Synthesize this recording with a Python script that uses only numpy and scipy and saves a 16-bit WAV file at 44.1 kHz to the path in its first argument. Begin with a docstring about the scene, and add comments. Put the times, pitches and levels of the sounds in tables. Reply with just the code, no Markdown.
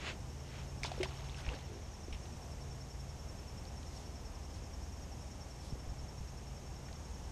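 """A cricket pulses over an insect chorus and the drone of a far engine, on a pond bank in summer.
A sleeve swishes as a scrap of bait is tossed. The bait smacks into the water, the hole it makes
plops shut and spray patters back. Then fingers work a soft plastic lure, with small ticks and
dull bumps that travel through the body to a camera worn on the chest."""
import sys
import numpy as np
from scipy import signal
from scipy.fft import rfft, irfft
from scipy.io import wavfile
from scipy.ndimage import uniform_filter1d

SR = 44100
rng = np.random.default_rng(int(sys.argv[2]) if len(sys.argv) > 2 else 0)


def inscribe(sig):
    """Save sig as 16-bit PCM at rate SR to the path in sys.argv[1].

    A 1-D sig is mono; a 2-D sig holds one channel per row.
    Samples are clipped to [-1, 1] before scaling.
    """
    pcm = np.round(np.clip(np.atleast_2d(sig).T, -1, 1) * 32767)
    wavfile.write(sys.argv[1], SR, pcm.astype(np.int16))


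N = 322635
TIME = np.arange(N) / SR

# open air over the pond: pitch_hz, relative_db
AIR_SPECTRUM = [(12, -43), (33, -4.5), (65, -3.5), (120, -8), (190, -12.5), (300, -17.5), (550, -20),
                (800, -19.5), (1400, -30), (2800, -32.5), (4300, -37), (5300, -34), (8800, -40),
                (10400, -51), (13500, -54)]
# steady engine tones: multiple_of_shaft_rate, level_db
ENGINE_TONES = [(3, -53), (4, -53), (5, -63.5)]
# slow swells of the engine's higher drone: loudest_s, level_db, rise_s, fall_s
DRONE_SWELLS = [(1.1, -50, 1.1, .62), (2.6, -52.5, 0.41, 1.1), (6.4, -56, 1, 0.72)]
# bands of far insects: pitch_hz, width_hz, level_db, trill_hz
CHORUS_BANDS = [(5380, 380, -74, 21), (5810, 640, -70.5, 44), (6524, 480, -68.5, 16), (7040, 3750, -72, 57),
                (11920, 1900, -80.5, 27)]
# farther crickets: pitch_hz, strokes_per_s, pitch_fall_share, level_db, loudest_s
FAR_CRICKETS = [(5260, 13, 0.014, -62, 4.665), (5640, 10.37, 0.0091, -60.5, 4.835),
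                (5920, 11, 0.018, -64, 2.1)]
# loudness of the near cricket: time_s, level_db
NEAR_CRICKET_LEVEL = [(0, -61.5), (3.4, -57), (5.0, -63), (5.6, -58), (7.3, -62)]
# sliding cloth: pitch_hz, relative_db
CLOTH_SPECTRUM = [(180, -25), (300, 1), (857, -9), (1130, -5), (2770, -3), (5130, -13), (5810, -22),
                  (6680, -13), (12000, -49), (15600, -70), (22000, -120)]
# the sleeve brushing the body: loudest_s, level_db, rise_s, fall_s
SWISHES = [(.088, -42.5, 0.074, 0.041), (.58, -55.5, 0.12, 0.068)]
# ticks of lure, hook and line: start_s, level_db, pitch_hz, fade_s
TICKS = [(2.1265, -39.5, 2600, 0.058), (2.146, -45, 2700, 0.052), (2.255, -48, 2700, .05),
         (3.653, -44.5, 3600, .02), (3.8296, -45.5, 3600, .025), (6.884, -45.5, 1850, .05),
         (6.9286, -37.5, 3900, .011)]
# bumps through the body: start_s, pitch_hz, level_db
BUMPS = [(1.479, 58, -27.5), (1.485, 167, -35), (2.082, 383, -30.5), (2.121, 45, -33.5), (5.725, 128, -27),
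         (5.733, 59.3, -32), (5.755, 434, -34), (5.872, 37.5, -34), (5.918, 65.5, -32), (6.037, 70.5, -31),
         (6.206, 65, -33)]
# fingers rubbing the lure: loudest_s, level_db, rise_and_fall_s
RUBS = [(3.978, -62, 0.089), (4.562, -63.5, 0.036), (5.666, -60.5, .05)]
# drop sizes in the spray: usual_pitch_hz, spread_octaves, relative_db
DROP_SIZES = [(3430, 0.382, -1.5), (834, 0.2, -3)]
# spray thrown up, then falling back: loudest_s, level_db, rise_s, fall_s, pitch_multiple
SHOWERS = [(.87, -55.5, 0.04, 0.9, 1.0), (1.39, -55, 0.025, 0.042, 1.6), (1.5, -52, 0.065, .11, .9)]
# the surface sloshing afterwards: loudest_s, level_db, rise_s, fall_s, usual_pitch_hz
SLOSHES = [(1.515, -47.5, 0.02, 0.035, 496), (1.715, -49, 0.03, .06, 390)]
# slaps of the bait and the water it throws up: start_s, level_db, pitch_hz, fade_s
SLAPS = [(.8324, -32, 5170, 0.036), (0.8413, -28, 3970, 0.0096), (.843, -33, 800, 0.095),
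         (.847, -34, 3000, .08), (.858, -36.5, 4330, 0.11), (0.917, -36.5, 3250, 0.024),
         (1.009, -38.5, 2500, 0.058), (1.0311, -24, 4300, 0.019), (1.034, -32.5, 2240, 0.076),
         (1.0447, -39, 3730, 0.067)]
# the sharp crack of the bait hitting the water, and the loudest bubbles: start_s, pitch_hz, level_db
CRACK_AND_BUBBLES = [(.834, 2230, -24), (0.8408, 5000, -22), (.8478, 960, -34), (.917, 725, -31.5),
                     (.979, 490, -37), (1.0105, 523, -35), (1.0307, 2120, -24), (1.0335, 640, -31.5),
                     (1.057, 975, -34.5), (1.296, 3560, -33.5), (1.3456, 2660, -35.5), (1.4647, 2400, -36),
                     (1.4902, 2690, -26.5)]


def gain(db):
    """Turn decibels into a number to multiply a sound by."""
    return 10 ** (np.asarray(db) / 20)


def normalise(x):
    """Scale a signal so its average strength (rms) is 1."""
    return x / np.sqrt(np.mean(x ** 2))


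def add(out, start_s, sound):
    """Mix a sound in at a given time."""
    start = max(int(start_s * SR), 0)
    out[start:start + len(sound)] += sound[:max(N - start, 0)]


def wander(turns_per_s):
    """A smooth random wobble, about 1 in size."""
    hold = int(SR / turns_per_s)
    steps = np.repeat(rng.standard_normal(400), hold)[:N]
    return normalise(uniform_filter1d(uniform_filter1d(steps, hold), hold))


def swells(rows):
    """A loudness curve made of smooth humps, each with its own rise and fall."""
    power = 0
    for loudest_s, db, rise_s, fall_s in rows:
        away = (TIME - loudest_s) / np.where(TIME < loudest_s, rise_s, fall_s)
        power = power + (gain(db) * np.exp(-away ** 2)) ** 2
    return np.sqrt(power)


def soften(x, above_hz):
    """Turn down the treble."""
    return signal.sosfilt(signal.butter(2, above_hz, fs=SR, output="sos"), x)


def colour(x, spectrum):
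    """Shape a sound's lows and highs to follow a spectrum table."""
    hz, db = np.transpose(spectrum)
    log_hz = np.log(np.maximum(np.arange(N // 2 + 1) * SR / N, 1))
    gains = gain(np.interp(log_hz, np.log(hz), db))
    return normalise(irfft(rfft(x) * gains, N))


def hiss(hz, width_hz, samples=N):
    """Steady noise around one pitch."""
    band = signal.iirpeak(hz, hz / width_hz, fs=SR)
    once = signal.lfilter(*band, rng.standard_normal(samples))
    return normalise(signal.lfilter(*band, once))


def burst(hz, fade_s, width_share):
    """A sudden puff of noise that drops 60 dB in fade_s."""
    t = np.arange(SR // 4) / SR
    return hiss(hz, hz * width_share, len(t)) * 1000 ** (-t / fade_s) / 2


def ring(hz, fade_s, glide, rise_s):
    """A tone that drops 60 dB in fade_s while its pitch climbs by the share glide."""
    t = np.arange(int(fade_s * SR)) / SR
    tone = np.sin(2 * np.pi * hz * t * (1 + glide * t / fade_s / 2))
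    return tone * 1000 ** (-t / fade_s) * (1 - np.exp(-t / rise_s))


def air():
    """Far leaves hiss over a low rumble that wavers more than they do."""
    breeze = colour(rng.standard_normal(N), AIR_SPECTRUM)
    rumble = normalise(soften(rng.standard_normal(N), above_hz=160))
    return breeze * gain(-49 + .5 * wander(1.935)) + rumble * gain(-61 + 2.6 * wander(3.8))


def engine(shaft_hz=18.98):
    """A far engine's low tones carry steadily over the water; a higher one wavers, swells and fades."""
    drift_s = np.cumsum(wander(1.5)) / SR

    def tone(multiple, wobble):
        cycles = multiple * shaft_hz * (TIME + wobble * drift_s)
        return np.sqrt(2) * np.sin(2 * np.pi * (cycles + rng.random()))

    steady = sum(gain(db) * tone(multiple, wobble=.001) for multiple, db in ENGINE_TONES)
    return steady + swells(DRONE_SWELLS) * tone(multiple=7, wobble=.006)


def chorus(trill_db=1.5, waver_db=1.0):
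    """Many far insects blur into bands of hiss that trill a little."""
    out = np.zeros(N)
    for hz, width_hz, db, trill_hz in CHORUS_BANDS:
        trill_rate = trill_hz * (1 + .076 * wander(6.4))
        trill = np.sin(2 * np.pi * np.cumsum(trill_rate) / SR)
        out += gain(db + trill_db * trill + waver_db * wander(6)) * hiss(hz, width_hz)
    return out


def wing_strokes(count, per_s, hz, fall, half_length_s, rasp):
    """A cricket's toothed wing slows as it closes, so the tone falls; uneven teeth roughen it."""
    # a stroke is loudest each time count passes a whole number
    from_peak = ((count + .5) % 1 - .5) / per_s / half_length_s
    teeth = normalise(uniform_filter1d(rng.standard_normal(N), size=120))
    pitch_hz = hz * (1 - fall * np.clip(from_peak, -1, 1) + rasp * teeth)
    tone = np.sqrt(2) * np.sin(2 * np.pi * np.cumsum(pitch_hz) / SR)
    return tone * np.exp(-2 * from_peak ** 2) * gain(wander(10))


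def crickets(first_s=.114, every_s=.09643, echo_s=.038, echo_db=-12, swell_s=.7):
    """A near cricket echoes off the bank; farther ones swell and fade, each at its own time and stroke rate."""
    count = (TIME - first_s) / every_s
    near = wing_strokes(count, 1 / every_s, hz=5440, fall=.0083, half_length_s=.018, rasp=.0083)
    near *= gain(np.interp(TIME, *np.transpose(NEAR_CRICKET_LEVEL)))
    out = near.copy()
    add(out, echo_s, gain(echo_db) * near)
    for hz, per_s, fall, db, loudest_s in FAR_CRICKETS:
        swell = 1 / (1 + ((TIME - loudest_s) / swell_s) ** 2)
        count = (TIME - loudest_s) * per_s + .02 * wander(1.9)
        out += gain(db) * swell * wing_strokes(count, per_s, hz, fall, half_length_s=.015, rasp=.008)
    return out


def sleeve():
    """Cloth slides: countless fibres catch and let go."""
    fibres = rng.standard_normal(N) * gain(4.1 * rng.standard_normal(N))
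    return colour(fibres, CLOTH_SPECTRUM) * swells(SWISHES) * gain(.56 * wander(44.6))


def hands(bump_cycles=6.7):
    """Fingers tick and rub on the lure; the body deadens each bump within a few vibrations."""
    out = np.zeros(N)
    for start_s, db, hz, fade_s in TICKS:
        add(out, start_s, gain(db) * burst(hz, fade_s, width_share=.69))
    for start_s, hz, db in BUMPS:
        add(out, start_s, gain(db) * ring(hz, bump_cycles / hz, glide=0, rise_s=.0011))
    rubbing = sum(gain(db) * np.exp(-((TIME - at_s) / rise_s) ** 2) for at_s, db, rise_s in RUBS)
    return out + rubbing * hiss(hz=4800, width_hz=5000)


def patter(hz, octaves, per_s, scatter_db, cycles, start_s=.8, length_s=1.5):
    """Drops or bubbles ring briefly at random times, scattered around one pitch."""
    out = np.zeros(N)
    for when, size, force in rng.random(size=(int(per_s * length_s), 3)):
        pitch_hz = hz * 2 ** np.clip(octaves * np.log(size / (1 - size)), -1.5, 1.5)
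        db = scatter_db * min(-np.log(force), 4)
        drop = ring(pitch_hz, cycles / pitch_hz, glide=.16, rise_s=.0001)
        add(out, start_s + when * length_s, gain(db) * drop)
    return normalise(out) * np.sqrt(length_s * SR / N)  # strength 1 while the patter lasts


def spray():
    """Fine and large drops shower down, then the settling surface gurgles."""
    out = np.zeros(N)
    for *hump, pitch_multiple in SHOWERS:
        for hz, octaves, db in DROP_SIZES:
            drops = patter(pitch_multiple * hz, octaves, per_s=800, scatter_db=.5, cycles=12.5)
            out += swells([hump]) * gain(db) * drops
    for *hump, hz in SLOSHES:
        out += swells([hump]) * patter(hz, octaves=.12, per_s=300, scatter_db=1.0, cycles=21)
    return out


def splash(ring_cycles=21, plop_s=1.002, plop_db=-29):
    """The bait hits with a sharp crack, bubbles ring with a rising pitch and the hole plops shut."""
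    out = np.zeros(N)
    for start_s, db, hz, fade_s in SLAPS:
        add(out, start_s, gain(db) * burst(hz, fade_s, width_share=.91))
    for start_s, hz, db in CRACK_AND_BUBBLES:
        add(out, start_s, gain(db) * ring(hz, ring_cycles / hz, glide=.084, rise_s=.00025))
    add(out, plop_s, gain(plop_db) * ring(hz=367, fade_s=.16, glide=.095, rise_s=.0008))
    return soften(out, above_hz=8500)  # the splash's highest treble is softened


def scene():
    """All the sounds together, the same on the left and right."""
    mono = air() + engine() + crickets() + chorus() + sleeve() + splash() + spray() + hands()
    return np.array([mono, mono])


def record(dry):
    """The camera cuts off the highest treble."""
    top_hz = 13600
    return signal.sosfilt(signal.ellip(10, .2, 70, top_hz, fs=SR, output="sos"), dry)


dry = scene()
out = record(dry)
inscribe(out)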